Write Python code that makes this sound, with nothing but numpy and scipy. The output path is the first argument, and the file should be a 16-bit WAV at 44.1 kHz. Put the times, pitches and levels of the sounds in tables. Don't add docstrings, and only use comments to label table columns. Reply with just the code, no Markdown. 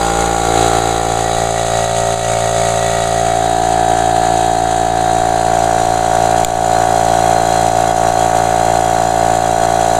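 import sys
import numpy as np
from scipy import signal
from scipy.fft import rfft, irfft, next_fast_len
from scipy.io import wavfile

SR = 44100
rng = np.random.default_rng(int(sys.argv[2]) if len(sys.argv) > 2 else 0)


def log_audio(samples):
    frames = np.atleast_2d(samples).T
    limited = np.clip(frames, -1, 1)
    pcm = np.round(limited * 32767).astype(np.int16)
    wavfile.write(sys.argv[1], SR, pcm)


def voltage_ratio(level):
    return 10 ** (np.asarray(level, float) / 20)


N = 440559


def rms_one(x):
    return x / np.sqrt(np.mean(x ** 2) + 1e-20)


def in_time(rows):
    s, *columns = np.transpose(rows)
    return [np.interp(np.arange(N) / SR, s, c) for c in columns]


def drift(rate_hz, step=1):
    coarse = 40
    r = np.exp(-2 * np.pi * coarse * rate_hz / SR)
    noise = rng.standard_normal(N // coarse + 2002)
    slow = rms_one(signal.lfilter([1], [1, -2 * r, r * r], noise)[2000:])
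    return np.interp(np.arange(0, N, step) / coarse, np.arange(len(slow)), slow)


def colour(x, points):
    size = next_fast_len(N)
    hz, level_db = np.transpose(points)
    bins_hz = np.arange(size // 2 + 1) * SR / size
    gain = voltage_ratio(np.interp(np.log(bins_hz + 1), np.log(hz), level_db, left=-90, right=-90))
    return rms_one(irfft(rfft(x, size) * gain, size)[:N])


def resonate(x, hz, width_hz):
    r = np.exp(-np.pi * width_hz / SR)
    return rms_one(signal.lfilter([1, 0, -1], [1, -2 * r * np.cos(2 * np.pi * hz / SR), r * r], x))


def per_turn(turns, spread):
    return spread * np.interp(turns, np.arange(-2, 600), rng.standard_normal(602))


def repeating(turns, fresh):
    pattern = rng.standard_normal(776)[(turns % 1 * 776).astype(int)]
    fresh = np.clip(fresh, 0, 1)
    return np.sqrt(1 - fresh) * pattern + np.sqrt(fresh) * rng.standard_normal(N)


def valve_gate(turns, depth_db, decay):
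    opening = 0.022
    since = (turns + 0.047) % 1
    return voltage_ratio(depth_db * np.minimum(since / opening, 1) * np.exp(-since / decay))


def pump(turns, nearness, ring_db, thump_db, knock_db):
    # [multiple, level/dB]
    above_orders = [(1, -6), (2, -11), (3, -7.5), (4, -21), (5, -13), (6, -7), (7, -8), (8, -7.5), (9, -11),
                    (10, -6.5), (11, -6), (12, -8), (13, -9), (14, 3.5), (15, -3.5), (16, -19), (17, -15),
                    (18, -12), (19, -14), (20, -9), (21, -24), (22, -13), (23, -11), (24, -10), (25, -7),
                    (26, -15), (27, -29), (28, -33), (29, -38), (30, -35)]
    over_orders = [(1, -8), (2, -6), (3, -9), (4, -24), (5, -10.5), (6, -5.5), (7, -4.5), (8, -7), (9, 3.5),
                   (10, -4), (11, 3), (12, 7), (13, 12.5), (14, 11), (15, 2), (16, -33), (17, -4),
                   (18, -16), (19, -18), (20, -11.5), (21, -11), (22, -15), (23, -13), (24, -11),
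                   (25, -11.5), (26, -21), (27, -17), (28, -25), (29, -24), (30, -30)]
    beside_orders = [(1, -11), (2, -5), (3, -9), (4, -21.5), (5, -20), (6, -15.5), (7, -6.5), (8, -15),
                     (9, -10.5), (10, -1.5), (11, -3), (12, 2.5), (13, 0.5), (14, -9), (15, -33),
                     (16, -9.5), (17, -31), (18, -21), (19, -43), (20, -20), (21, -14.5), (22, -14.5),
                     (23, -12), (24, -17), (25, -15.5), (26, -19), (27, -22), (28, -27), (29, -24),
                     (30, -36)]
    behind_orders = [(1, -16), (2, -13), (3, -15.5), (4, -25.5), (5, -17), (6, -14), (7, -13), (8, -19),
                     (9, -25), (10, -17), (11, -11.5), (12, -3), (13, 1), (14, -7), (15, -17.5),
                     (16, -15.5), (17, -17.5), (18, -28), (19, -28), (20, -26.5), (21, -28), (22, -24.5),
                     (23, -33), (24, -22.5), (25, -28), (26, -36), (27, -23.5), (28, -21.5), (29, -30.5),
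                     (30, -21.5)]
    gauge_orders = [(1, -17.5), (2, -13), (3, -15), (4, -23), (5, -18.5), (6, -15.5), (7, -14), (8, -18.5),
                    (9, -26.5), (10, -11.5), (11, -10.5), (12, -3.5), (13, -1), (14, -8), (15, -16),
                    (16, -14), (17, -18.5), (18, -26.5), (19, -22.5), (20, -18.5), (21, -28.5), (22, -24),
                    (23, -26), (24, -24), (25, -20), (26, -18), (27, -29), (28, -21), (29, -36), (30, -24)]
    ring_lead = np.array([0.0, .1, -.2, .05, .55])
    ring_swing = np.array([3.6, 2.8, 1.6, 0, 0])
    ring_lag = np.array([.8, .8, 0, 0, 0])
    behind_shroud = np.array([0, 0, 0, 1, 1])
    # [first order, last order, wobble/dB, jitter/turns]
    steadiness = ((1, 8, .3, .0012), (9, 17, .6, .0010), (18, 36, 1.4, .0015))

    step = 6
    turns, nearness = turns[::step], nearness[:, ::step]
    places = [above_orders, over_orders, beside_orders, behind_orders, gauge_orders]
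    order_db = np.array(places)[:, :, 1]
    order_db = np.hstack([order_db, -32.5 + 3.5 * rng.standard_normal(size=(5, 6))])
    scatter = rng.normal(0, 0.75, order_db.shape)
    out = 0
    for (first, last, wobble_db, jitter), level_db in zip(steadiness, (thump_db, ring_db, knock_db - 0.5)):
        angle = 2 * np.pi * (turns + per_turn(turns, jitter))
        group, power = 0, 0
        for k in range(first, last + 1):
            lead = ring_lead * (k - 12.8) * (11 < k < 15)
            apart = (2.7 + 1.15 * (k - 15)) * (14 < k < 18) - 1.4 * (9 < k < 12)
            lead = lead + behind_shroud * apart
            swing = ring_swing * np.exp(-(k - 10.9) ** 2 / .5)
            body = .8 - .65 * (k - 1) if k < 5 else .85 - .4 * (k - 5)
            body = body * (k < 9) + .9 * (k == 9)
            shift = body + lead - swing - ring_lag * (11 < k < 17) + scatter[:, k - 1] * (k > 17)
            size = (voltage_ratio(order_db[:, k - 1]) * np.exp(1j * shift)) @ nearness
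            size = size * voltage_ratio(0.62 * drift(4.2, step))
            group = group + (size * np.exp(1j * k * angle)).real
            power = power + np.abs(size) ** 2 / 2
        out = out + voltage_ratio(level_db[::step] + per_turn(turns, wobble_db)) * group / np.sqrt(power)
    return signal.resample_poly(out, step, 1)[:N]


def rattle(turns, peaks):
    knocks = repeating(turns, fresh=0.23) * valve_gate(turns, depth_db=7.5, decay=0.34)
    ringing = 0
    for hz, width_hz, level_db in peaks:
        flicker = voltage_ratio(level_db + 1.8 * drift(5.8))
        ringing = ringing + flicker * np.sqrt(width_hz) * resonate(knocks, hz, width_hz)
    return rms_one(ringing)


def valves(turns, nearness, knock_db, hiss_db):
    # [f/Hz, level per Hz/dB]
    air_curve = [(30, -14), (150, -9), (300, -9.5), (600, 0), (800, -2.5), (1100, -6), (1500, -6),
                 (2100, -10), (2600, -20), (3000, -36)]
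    hiss_curve = [(2000, -41), (2500, -4.5), (3500, -5.5), (4200, -5), (5000, -10.5), (6000, -3),
                  (7000, 0.5), (8500, -4), (10000, -11), (12000, -25), (15000, -48)]
    # [f/Hz, width/Hz, level/dB]
    top_peaks = [(1890, 160, -1), (2165, 57, 3.5), (3310, 60, -2), (3480, 54, -2), (3950, 160, 5),
                 (4800, 22, 4), (6140, 58, 1), (6860, 80, 1.5), (6830, 270, -5), (7940, 74, 2)]
    side_peaks = [(1916, 56, 4.5), (2210, 86, -5.5), (2640, 27, -7), (3494, 71, -5.5), (3870, 40, 3),
                  (4470, 18, -6), (4945, 12, -0.5), (6490, 92, 0), (6960, 69, -7), (7800, 30, -7),
                  (7900, 120, -15), (8840, 150, -28), (10650, 130, -18.5)]
    back_peaks = [(1935, 56, -15), (2305, 16, 1), (3300, 46, 0), (3820, 50, 5), (4120, 120, 0.5),
                  (4350, 16, -10), (4600, 16, 1), (4900, 29, -4), (6430, 140, -5), (7000, 1200, -13.5),
                  (7960, 58, -19)]
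    gauge_peaks = [(2050, 110, -2.5), (2340, 23, -1.5), (2730, 45, -3), (3306, 17, 6.5), (3905, 9.2, 9),
                   (4163, 21, 7.5), (4960, 53, 0.5), (5800, 115, 2.5), (5930, 57, -18), (6330, 35, 0),
                   (7080, 72, 4), (7950, 50, -3), (9250, 66, -21), (9340, 41, -10)]

    air = colour(rng.standard_normal(N) * valve_gate(turns, depth_db=11.0, decay=0.11), air_curve)
    puffs = valve_gate(turns, depth_db=8.0, decay=0.45) * voltage_ratio(per_turn(turns, 1.3) + 0.35 * drift(63))
    hiss = colour(repeating(turns, fresh=.85) * puffs, hiss_curve)
    leak = colour(rng.standard_normal(N) * puffs, [(8000, -20), (11000, 6), (15000, -11), (15600, -30)])
    leak = voltage_ratio(-17) * nearness[4] * leak
    ringing = np.sqrt(nearness[:2].sum(0)) * voltage_ratio(-2.5) * rattle(turns, top_peaks)
    ringing += nearness[2] ** 0.28 * voltage_ratio(-2) * rattle(turns, side_peaks)
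    ringing += np.sqrt(nearness[3]) * voltage_ratio(-5) * rattle(turns, back_peaks)
    ringing += np.sqrt(nearness[4]) * voltage_ratio(-2.5) * rattle(turns, gauge_peaks)
    return voltage_ratio(knock_db - 1.5) * air + voltage_ratio(hiss_db - 1.0) * (hiss + leak) + voltage_ratio(hiss_db) * ringing


def handling():
    # [t/s, peak level/dB]
    taps = [
        (6.4479, 4),
    ]
    t = np.arange(N) / SR
    breeze = colour(rng.standard_normal(N), [(8, 0), (30, -2), (50, -12), (90, -30)])
    breeze = breeze * voltage_ratio(-47 + 4.5 * drift(3))
    burst = np.zeros(N)
    for s, peak_db in taps:
        burst += voltage_ratio(peak_db) * np.exp(-((t - s) / 0.0011) ** 2)
    crack = colour(rng.standard_normal(N), [(300, -8), (2300, -4), (3500, -5), (5500, -5), (7300, 5),
                                            (9500, -11), (14500, -8), (15500, -10)])
    for hz in (7300, 2400, 3500):
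        crack = crack + .7 * np.sin(2 * np.pi * hz * t)
    thud = voltage_ratio(-26) * colour(rng.standard_normal(N), [(8, 0), (40, -4), (80, -20)])
    thud = thud * np.interp(t - taps[0][0], [-.01, .005, .2], [0, 1, 0])
    return breeze + voltage_ratio(-14) * burst * crack + thud


def gain_control():
    # [t/s, depth/dB]
    ducks = [(.8, 2), (1.86, 3), (2.15, 3.5), (2.39, 2), (5.44, 1), (6.445, 6.5), (7.7, 2.5), (7.93, 2.5),
             (8.11, 2.5), (8.82, 1.5), (9.1, 0.5)]
    drop_s, recovery_db_per_s = 0.01, 25
    t = np.arange(N) / SR
    gain_db = np.zeros(N)
    for s, depth_db in ducks:
        gain_db -= np.interp(t, [s - drop_s, s, s + depth_db / recovery_db_per_s], [0, depth_db, 0])
    return gain_db


def scene():
    # [t/s, place: 0 above, 1 over shroud, 2 tank side, 3 behind shroud, 4 gauges]
    path = [(0, 0), (.28, 0), (.55, 1), (.95, 1.1), (1.2, 1.45), (1.5, 1.8), (1.9, 2), (2.9, 2),
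            (3.15, 2.4), (3.3, 2.7), (3.55, 3), (4.8, 3), (5.6, 3.6), (6.8, 4), (10, 4)]
    # [t/s, distance/m]
    distance = [(0, .655), (.66, .4), (1.15, .345), (1.98, .453), (3.3, .504), (3.7, .56), (6, .638),
                (8, .662), (10, .645)]
    # [t/s, level/dB]
    loudness = [(0, -13.5), (.4, -15), (.58, -10.5), (1.0, -15), (1.7, -15.5), (2.9, -14.5), (3.6, -12.5),
                (4.2, -12), (4.9, -12.5), (5.4, -12.5), (6.3, -11.5), (7.2, -11), (8.5, -11.5), (9.99, -12)]
    # [ring/dB, thump/dB, knock/dB, hiss/dB]
    layer_mix = [
        (-2, -5, -10, -10),
        (-2.5, -5.3, -12, -11.5),
        (-0.43, -6.5, -13.5, -9.5),
        (-0.94, -9, -16, -15),
        (-1, -9.8, -15, -15.5),
    ]

    shaft_hz, thump_s, sound_m_per_s = 56.845, 0.01136, 343
    travel_s = in_time(distance)[0] / sound_m_per_s
    turns = shaft_hz * (np.arange(N) / SR - thump_s - travel_s)
    nearness = np.clip(1 - np.abs(in_time(path)[0] - np.arange(5)[:, None]), 0, 1)
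    levels_db = np.transpose(layer_mix) @ nearness + in_time(loudness)[0] + gain_control()
    ring_db, thump_db, knock_db, hiss_db = levels_db
    machine = pump(turns, nearness, ring_db, thump_db, knock_db)
    machine = machine + valves(turns, nearness, knock_db, hiss_db)
    machine = machine * voltage_ratio(0.46 * drift(9) + 0.35 * drift(2.8))
    ring = signal.sosfilt(signal.butter(4, [620, 830], "band", fs=SR, output="sos"), machine)
    return machine + handling() + voltage_ratio(-32) * ring * [[-1], [1]]


def low_pass(x):
    return signal.sosfilt(signal.butter(12, 15660, fs=SR, output="sos"), x)


def record(dry):
    notch_hz, notch_width_hz = 5495, 820
    cos, r = np.cos(2 * np.pi * notch_hz / SR), np.exp(-np.pi * notch_width_hz / SR)
    zero = np.exp(-np.pi * 15 / SR)
    x = dry / (1 + np.abs(dry / 1.06) ** 5) ** .2
    notch = np.array([1, -2 * zero * cos, zero ** 2]) * (1 + r * r) / 2
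    x = signal.lfilter(notch, [1, -2 * r * cos, r * r], x)
    x = x + .019 * np.array([[1.14], [.86]])
    x = signal.sosfilt(signal.cheby2(10, 50, 16200, fs=SR, output="sos"), x)
    return low_pass(np.clip(x, -1, 1))


dry = scene()
out = record(dry)
log_audio(out)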